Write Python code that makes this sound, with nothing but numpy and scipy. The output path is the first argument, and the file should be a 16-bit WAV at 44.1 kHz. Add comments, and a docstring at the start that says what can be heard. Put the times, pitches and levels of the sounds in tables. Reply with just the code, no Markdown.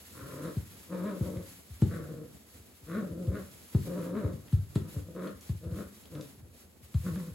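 """A narrow hallway: a puppy growls in short bursts as it tugs and shakes a soft plastic doll.
The growl is uneven vocal-fold pulses and chopped air, coloured by throat, mouth and bared teeth.
Doll and paws thump on a runner over a wooden floor: the boards flex and ring, the hollow doll knocks
and slaps, and claws and teeth add a few light clicks. Hair and paws swish over the runner, above a
bed of soft hiss and the low murmur of the house."""
import sys
import numpy as np
from scipy import signal
from scipy.fft import rfft, irfft
from scipy.io import wavfile
from scipy.ndimage import uniform_filter1d

SR = 44100
rng = np.random.default_rng(int(sys.argv[2]) if len(sys.argv) > 2 else 0)


def transcribe(u):
    """Save the signal u as a 16-bit wav file named by the first command-line argument.

    u: samples, shape (n,) or (channels, n), limited to [-1, 1]; the rate is SR.
    q: integer samples, one column per channel.
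    """
    v = np.clip(np.atleast_2d(u).T, -1, 1)
    q = np.round(v * 32767).astype(np.int16)
    wavfile.write(sys.argv[1], SR, q)


N = 323840
TIME = np.arange(N) / SR

# growl phrases; values hold at mid-length, while glide, swell and mouth change run from start to end:
# (start [s], length [s], pitch [Hz], glide [semitones], roughness [0-1], level [dB], swell [dB],
#  chest over level [dB], mouth over level [dB], mouth change [dB], mouth tuning [ratio])
GROWL_PHRASES = [(0.131, 0.36, 140, 4, 0.71, -49, 10.5, 1.5, -8, -12, 0.99),
                 (0.885, 0.52, 178, 0.67, 0.53, -44.5, -2.5, 1, -16, -5, 0.89),
                 (1.885, 0.37, 155.1, -2.5, .8, -48.5, -5.5, 4.5, -14.5, -16.5, 1.06),
                 (2.859, 0.54, 166.8, 1.5, .68, -47, -1, 3, -22.5, -5.5, 0.948),
                 (3.836, 0.47, 171.6, 1.26, 0.63, -43.5, -1, 2.5, -16.5, 4.5, 0.9),
                 (4.809, 0.074, 170, -1, 0.56, -55.5, 2, 7.5, -13, 9, 0.93),
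                 (4.94, 0.043, 145.4, -1, .6, -45, -7, 1.5, -16.5, -3, .97),
                 (5.049, 0.062, 160.9, .5, .65, -52, -3, 6.5, -22, 0, .9),
                 (5.135, 0.15, 173, 1.5, 0.68, -44, -1.5, -0.5, -14.5, 2, 0.946),
                 (5.605, 0.21, 173.9, 2.5, 0.82, -49.5, 4.5, 3.5, -15.5, 9, 0.97),
                 (6.115, 0.0797, 155.4, -2, .55, -44, -2.5, 4.5, -16, 0, .97),
                 (7.027, 0.26, 166, 0.57, 0.48, -53, -7, 12.5, -11.5, 0, 1)]
# snarls, where a growl surges and the jaws part: (time [s], half width [s], push [dB], opening [dB])
SNARL_ACCENTS = [(0.451, 0.051, 1.5, 4), (0.935, 0.049, 1, 4), (1.075, .045, 8.5, 9),
                 (2.93, 0.077, 1.5, 15), (2.985, .045, 11, 2.5), (3.201, 0.031, 5, -1),
                 (3.365, 0.057, 5, 18), (4.0, 0.069, 1.5, 6), (4.18, .035, 9, 7.5), (5.227, 0.061, 1, 6),
                 (5.275, 0.016, 6, 1.5), (5.775, .045, 3.5, 3.5), (7.072, 0.0222, 3.5, 8),
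                 (7.18, .025, 7, -2.5)]
# brief breaks in the voice: (time [s], dip [dB])
VOICE_CATCHES = [(0.285, -2), (1.19, -6.5), (3.09, -4.5), (4.08, -2), (7.145, -4), (7.26, -7)]
# resonances of throat, open mouth and bared teeth: (frequency [Hz], width [Hz], level [dB])
THROAT_FORMANTS = [(303.6, 64, 3), (397.4, 38, -0.5), (484, 93, 2)]
MOUTH_FORMANTS = [(1030, 110, 0), (1340, 190, 0), (1800, 450, -9)]
TEETH_FORMANTS = [(2180, 270, -9), (3860, 430, -13.5)]
# doll and paws landing on the floor: (time [s], thump level [dB], knock level [dB], slap level [dB])
LANDINGS = [(0.565, -24, -54, -59), (1.206, -23, -49.5, -68), (1.357, -30.5, -61, -73),
            (1.696, -39, -104, -67), (1.818, -14.5, -38.5, -48), (3.269, -21, -68, -60),
            (3.745, -16, -42, -55), (4.237, -23, -65, -73), (4.333, -32, -57.5, -61.5),
            (4.526, -15.5, -58, -55.5), (4.755, -20, -40.5, -45.5), (4.958, -27.5, -72, -72),
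            (5.491, -23.5, -59, -57.5), (5.713, -29.5, -61, -63), (6.942, -19, -65, -52.5)]
# light steps on the runner: (time [s], level [dB])
PAW_STEPS = [(0.205, -38.5), (2.583, -47.5), (2.819, -44), (3.099, -34), (5.33, -43.5), (5.65, -29.5),
             (6.369, -46), (6.418, -40), (6.48, -51), (6.82, -45.5), (7.109, -31), (7.299, -38.5)]
# ring of the floorboards and of the hollow doll: (frequency [Hz], level [dB], t60 [s])
BOARD_MODES = [(68, -25, .35), (98, -17, .31), (122, -25, .2)]
DOLL_MODES = [(216, 14, 0.045), (325.6, 11, 0.066), (376, 7, 0.056), (508.7, -56, 0.056), (800, -10, 0.02),
              (1220, -11.5, 0.013), (1414, -32, 0.11)]
# claws and teeth clicking: (time [s], level [dB], centre [Hz])
CLICK_HITS = [(1.111, -58, 2516), (1.371, -55.5, 1770), (3.515, -64, 3980), (4.482, -57, 2007),
              (5.273, -54, 3518), (5.409, -54, 6500), (5.641, -61.5, 1488), (6.036, -60, 3310),
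              (6.055, -58.5, 3263), (6.151, -54, 2906), (6.21, -50, 4100), (6.225, -61, 5530),
              (7.159, -50, 1202), (7.2, -55, 980)]
# hair and paws dragged over the runner: (time [s], half width [s], level [dB])
RUNNER_SWISHES = [(0.36, 0.15, -61.5), (1.25, 0.067, -58.5), (1.49, 0.079, -58.5), (1.88, 0.18, -61.5),
                  (2.345, 0.047, -64), (2.54, 0.048, -62.5), (2.93, 0.089, -62.5), (3.41, .05, -64),
                  (3.52, .02, -60.5), (3.85, 0.079, -58.5), (4.029, 0.041, -58.5), (4.36, .05, -72),
                  (4.535, 0.022, -61.5), (4.78, 0.04, -61), (4.949, 0.067, -59.5), (5.26, 0.063, -63.5),
                  (5.461, 0.058, -60.5), (5.785, 0.05, -59), (5.97, .07, -63.5), (6.25, .08, -62.5),
                  (6.59, 0.049, -62), (6.851, 0.024, -64.5), (6.96, 0.026, -64), (7.11, .08, -60.5)]
# slow rise and fall of the hiss bed, the steady rustle of play on the runner: (time [s], level [dB])
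HISS_BED_LEVEL = [(0, -58), (1.05, -60.5), (1.65, -64.5), (2.25, -65.5), (3.2, -64), (3.7, -60), (4.25, -64),
                  (5.1, -66), (6.1, -65.5), (6.45, -69.5), (6.8, -71), (7.05, -58), (7.34, -62.5)]
# noise colours of the doll's slap, the hiss and the house murmur: (frequency [Hz], density [dB])
SLAP_SPECTRUM = [(500, 14), (1300, 20.5), (2200, 11.5), (4200, 18.5), (5800, 2), (8000, 12.5), (16000, -13)]
HISS_SPECTRUM = [(150, -37), (400, -1), (1000, 0), (2000, 1), (4000, 0.5), (5600, -1), (7000, -0.5),
                 (11500, 3.5), (15500, -4)]
MURMUR_SPECTRUM = [(25, -9), (50, -6), (80, 11.5), (130, -4), (210, 5.5), (330, -1.5), (520, -4.5),
                   (800, -12.5), (2000, -24), (8000, -68)]
# reverb decay of the hallway: (frequency [Hz], t60 [s])
HALL_DECAY = [(80, 0.58), (200, 0.5), (500, 0.21), (1500, 0.38), (5000, 0.27), (15000, 0.017)]
# how alike the two microphones sound: (frequency [Hz], likeness [0-1])
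MIC_LIKENESS = [(60, .85), (130, .85), (250, .72), (500, .45), (800, .2), (1100, .35), (2000, .15),
                (5000, .2), (6200, .35), (6900, .87), (15000, .87)]
# how far the left microphone leads: (frequency [Hz], phase [rad])
LEFT_LEAD = [(0, 0), (600, .4), (1000, -.4), (1700, -.4), (3000, 2.2), (4400, 0), (5400, 2.8), (7000, 0),
             (16000, -13)]


def growl(jitter=.11, shimmer_db=6, flap_hz=90, teeth_db=-14, teeth_growth=.1, snarl_mouth_db=-53.5):
    """Uneven vocal-fold pulses and the air they chop: a chest tone, and a voice shaped by formants."""
    pitch, rough, mouth_tuning, chest_gain, throat_gain, mouth_gain = effort()
    cycles = np.cumsum(pitch * (1 + jitter * rough * drift(70))) / SR
    # loose tissue flaps, so some cycles hit much harder than others
    flap = from_db(shimmer_db * rough * drift(flap_hz))
    pulses = rms_one(np.diff(np.floor(cycles), prepend=0))
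    swing = np.cos(2 * np.pi * cycles)
    air = rough * rms_one(rng.standard_normal(N) * (1 + swing) ** 2)
    rasp = (pulses + air) * flap
    chest = evened(cut(swing * flap, 76, "high", order=3))
    throat = evened(cut(resonate(rasp, THROAT_FORMANTS), [215, 610], "band", order=4))
    mouth = evened(cut(sweep_formants(rasp, MOUTH_FORMANTS, mouth_tuning), [830, 2600], "band", order=3))
    teeth = evened(cut(resonate(air * flap, TEETH_FORMANTS), [1500, 5000], "band"))
    # the wider the mouth, the more air rasps past the teeth
    teeth_gain = from_db(teeth_db) * (mouth_gain / from_db(snarl_mouth_db)) ** teeth_growth
    return chest * chest_gain, throat * throat_gain + (mouth + teeth * teeth_gain) * mouth_gain


def effort(attack_s=.039, release_s=.029, waver_hz=14, waver_db=1.24, waver_semitones=.4):
    """The puppy's performance: each growl starts, glides and stops; snarls push it and open the mouth."""
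    current = np.maximum(np.searchsorted([row[0] for row in GROWL_PHRASES], TIME) - 1, 0)
    phrase = np.array(GROWL_PHRASES)[current].T
    start, length, hz, glide, rough, db, swell_db, chest_db, mouth_db, mouth_change_db, tuning = phrase
    age = TIME - start
    gate = np.clip(np.minimum(age / attack_s, 1 - (age - length) / release_s), 0, 1)
    along = np.clip(age / length, 0, 1) - .5
    push_db, open_db = 0, mouth_change_db * along
    for peak_s, half_width_s, snarl_db, jaw_db in SNARL_ACCENTS:
        snarl = bump(peak_s, half_width_s)
        push_db += snarl_db * snarl
        open_db += jaw_db * snarl
    waver = drift(waver_hz)
    # a push raises the pitch and cleans up the grit; the formants rise as the mouth opens
    pitch = hz * 2 ** ((glide * along + .4146 * push_db + waver_semitones * waver) / 12)
    rough = np.clip(rough * np.exp(-.09 * push_db), 0, 1)
    mouth_tuning = tuning * np.exp(.008 * open_db)
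    catch_db = sum(dip_db * bump(s, half_width_s=.016) for s, dip_db in VOICE_CATCHES)
    gain = gate * from_db(db + swell_db * along + catch_db + waver_db * waver)
    chest_gain = gain * from_db(chest_db + push_db)
    throat_gain = gain * from_db(.31 * push_db)  # only a share of the push
    mouth_gain = throat_gain * from_db(mouth_db + open_db)
    return pitch, rough, mouth_tuning, chest_gain, throat_gain, mouth_gain


def floor_thumps(start_hz=275, end_hz=64, glide_s=.011, hard_rise_s=.01, echo_s=.052, echo_db=-15):
    """The floor flexes: fast bending waves arrive first, so each thump drops in pitch; the boards ring."""
    out, t = np.zeros(N), np.arange(SR // 2) / SR
    cycles = end_hz * t + (start_hz - end_hz) * glide_s * (1 - np.exp(-t / glide_s))
    # a landing with little knock is a soft one, with a slower attack
    blows = [(s, db + .5, hard_rise_s * from_db(.15 * (db - knock_db - 12)))
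             for s, db, knock_db, _ in LANDINGS]
    blows += [(s, db - 2, 2 * hard_rise_s) for s, db in PAW_STEPS]
    for s, db, rise_s in blows:
        flex = (t / rise_s * np.exp(1 - t / rise_s)) ** 3 * np.sin(2 * np.pi * cycles)
        boards = ring(BOARD_MODES, t) * (1 - np.exp(-t / (2 * rise_s)))
        add(out, s, from_db(db) * (flex + boards))
    end_wall_echo = from_db(echo_db) * np.interp(TIME - echo_s, TIME, out)
    return out + end_wall_echo


def doll_hits(knock_trim_db=1, slap_trim_db=3, slap_t60=.055, squash_s=.00479):
    """The doll's skin slaps as it lands, then its hollow body knocks."""
    out, t = np.zeros(N), np.arange(SR // 4) / SR
    for s, _, knock_db, slap_db in LANDINGS:
        add(out, s, from_db(slap_db + slap_trim_db - 60 * t / slap_t60) * noise(SLAP_SPECTRUM, len(t)))
        add(out, s + squash_s, from_db(knock_db + knock_trim_db) * ring(DOLL_MODES, t))
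    return out


def clicks(trim_db=3, t60=.033):
    """Claws and teeth tick: short noise bursts, each about an octave wide."""
    out, t = np.zeros(N), np.arange(SR // 8) / SR
    for s, db, hz in CLICK_HITS:
        tick = noise([(hz / 10, -40), (hz / 2, -10), (hz, 0), (2 * hz, -10), (10 * hz, -40)], len(t))
        add(out, s, from_db(db + trim_db - 60 * t / t60) * tick)
    return out


def swishes_and_hiss(trim_db=5, flutter_db=1.06):
    """A bright, fluttering hiss that swells as hair and paws drag over the runner."""
    bed_db = np.interp(TIME, *np.transpose(HISS_BED_LEVEL))
    swish_power = sum(from_db(db) ** 2 * bump(s, half_width_s, lean=1.16)
                      for s, half_width_s, db in RUNNER_SWISHES)
    gain = np.sqrt(from_db(bed_db) ** 2 + swish_power) * from_db(trim_db + flutter_db * drift(18))
    return gain * two_mics(noise(HISS_SPECTRUM), noise(HISS_SPECTRUM))


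def house_murmur(level_db=-58.5, waver_db=3):
    """Room tone: the low, wavering noise of the house."""
    gain = from_db(level_db + waver_db * drift(13.3))
    return gain * two_mics(noise(MURMUR_SPECTRUM), noise(MURMUR_SPECTRUM))


def hallway(x, wet_db, positions=9):
    """Direct sound plus reverb, crossfading between reflection patterns as the puppy moves about."""
    wet = np.zeros((2, N))
    hop = N // (positions - 1) + 1
    for centre in range(0, positions * hop, hop):
        span = np.arange(max(centre - hop, 0), min(centre + hop, N))
        faded = x[span] * (1 - np.abs(span - centre) / hop)
        for channel, tail in zip(wet, reflections()):
            add(channel, span[0] / SR, signal.fftconvolve(faded, tail))
    return x + from_db(wet_db) * wet


def reflections(predelay_s=.0055):
    """A dense stereo tail of unit energy that dies sooner in the treble."""
    t = np.arange(SR // 3) / SR
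    edges = np.geomspace(40, 16000, 10)
    tails = 0
    for low, high in zip(edges, edges[1:]):
        band = cut(rng.standard_normal((2, len(t))), [low, high], "band")
        tails += band * from_db(-60 * t / at_hz(HALL_DECAY, np.sqrt(low * high)))
    return two_mics(*(rms_one(tails * (t > predelay_s)) / np.sqrt(len(t))))


def two_mics(common, other):
    """Stereo width: two unrelated signals become a partly alike, phase-shifted pair."""
    hz = np.fft.rfftfreq(len(common), 1 / SR)
    alike = at_hz(MIC_LIKENESS, hz)
    mid = rfft(common) * np.sqrt((1 + alike) / 2)
    side = rfft(other) * np.sqrt((1 - alike) / 2)
    right_lag = np.exp(-1j * np.interp(hz, *np.transpose(LEFT_LEAD)))
    return irfft([mid + side, (mid - side) * right_lag], len(common))


def resonate(x, formants):
    """Parallel resonances of alternating sign, so that neighbours join without a gap."""
    return sum((-1) ** k * from_db(db) * signal.lfilter(*signal.iirpeak(hz, hz / width_hz, fs=SR), x)
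               for k, (hz, width_hz, db) in enumerate(formants))


def sweep_formants(x, formants, ratio):
    """Move resonances by a ratio: filter on a stretched clock, then go back."""
    clock = np.cumsum(ratio)
    ticks = np.arange(int(clock[-1]))
    return np.interp(clock, ticks, resonate(np.interp(ticks, clock, x), formants))


def ring(modes, t):
    """Struck modes dying away."""
    return sum(from_db(db - 60 * t / t60) * np.sin(2 * np.pi * hz * t) for hz, db, t60 in modes)


def noise(spectrum, size=N):
    """Coloured noise of rms 1."""
    colour = from_db(at_hz(spectrum, np.fft.rfftfreq(size, 1 / SR)))
    return rms_one(irfft(rfft(rng.standard_normal(size)) * colour, size))


def drift(rate_hz):
    """Smooth random modulation of rms 1."""
    return rms_one(cut(rng.standard_normal(N + SR), rate_hz, "low")[SR:])


def bump(s, half_width_s, lean=1):
    """A smooth rise to 1 at time s, and a fall that is longer by the ratio lean."""
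    width_s = half_width_s * np.where(TIME < s, lean ** -.5, lean ** .5)
    return np.exp(-np.minimum(np.abs(TIME - s) / width_s, 6) ** 2)


def evened(x, window_s=.025):
    """A leveller that holds the running rms at 1."""
    return x / np.sqrt(np.abs(uniform_filter1d(x ** 2, int(window_s * SR))) + 1e-12)


def cut(x, hz, kind, order=2):
    """Butterworth filter."""
    return signal.sosfilt(signal.butter(order, hz, kind, fs=SR, output="sos"), x + 1e-18)


def at_hz(points, hz):
    """A curve read on a log-frequency axis."""
    known_hz, values = np.transpose(points)
    return np.interp(np.log(hz + 1e-9), np.log(known_hz), values)


def add(track, s, sound):
    """Lay a sound into a track at time s."""
    start = int(s * SR)
    track[start:start + len(sound)] += sound[:N - start]


def from_db(db):
    return 10 ** (np.asarray(db) / 20)


def rms_one(x):
    return x / np.sqrt(np.mean(x ** 2) + 1e-20)


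def scene(left_db=1.7):
    """The mix: puppy and doll play down the hallway, a little to the left, over hiss and room tone."""
    chest, voice = growl()
    play = hallway(chest, wet_db=-11) + hallway(floor_thumps(), wet_db=-17)
    play += hallway(voice, wet_db=-2) + hallway(doll_hits() + clicks(), wet_db=-4)
    pan = from_db([[left_db / 2], [-left_db / 2]])
    return play * pan + swishes_and_hiss() + house_murmur()


def record(dry, low_cut_hz=36, high_cut_hz=15900):
    """Master EQ: roll off the deep bass and cut the very top steeply."""
    high_cut = signal.ellip(10, .1, 70, high_cut_hz, fs=SR, output="sos")
    return signal.sosfilt(high_cut, cut(dry, low_cut_hz, "high", order=3))


dry = scene()
out = record(dry)
transcribe(out)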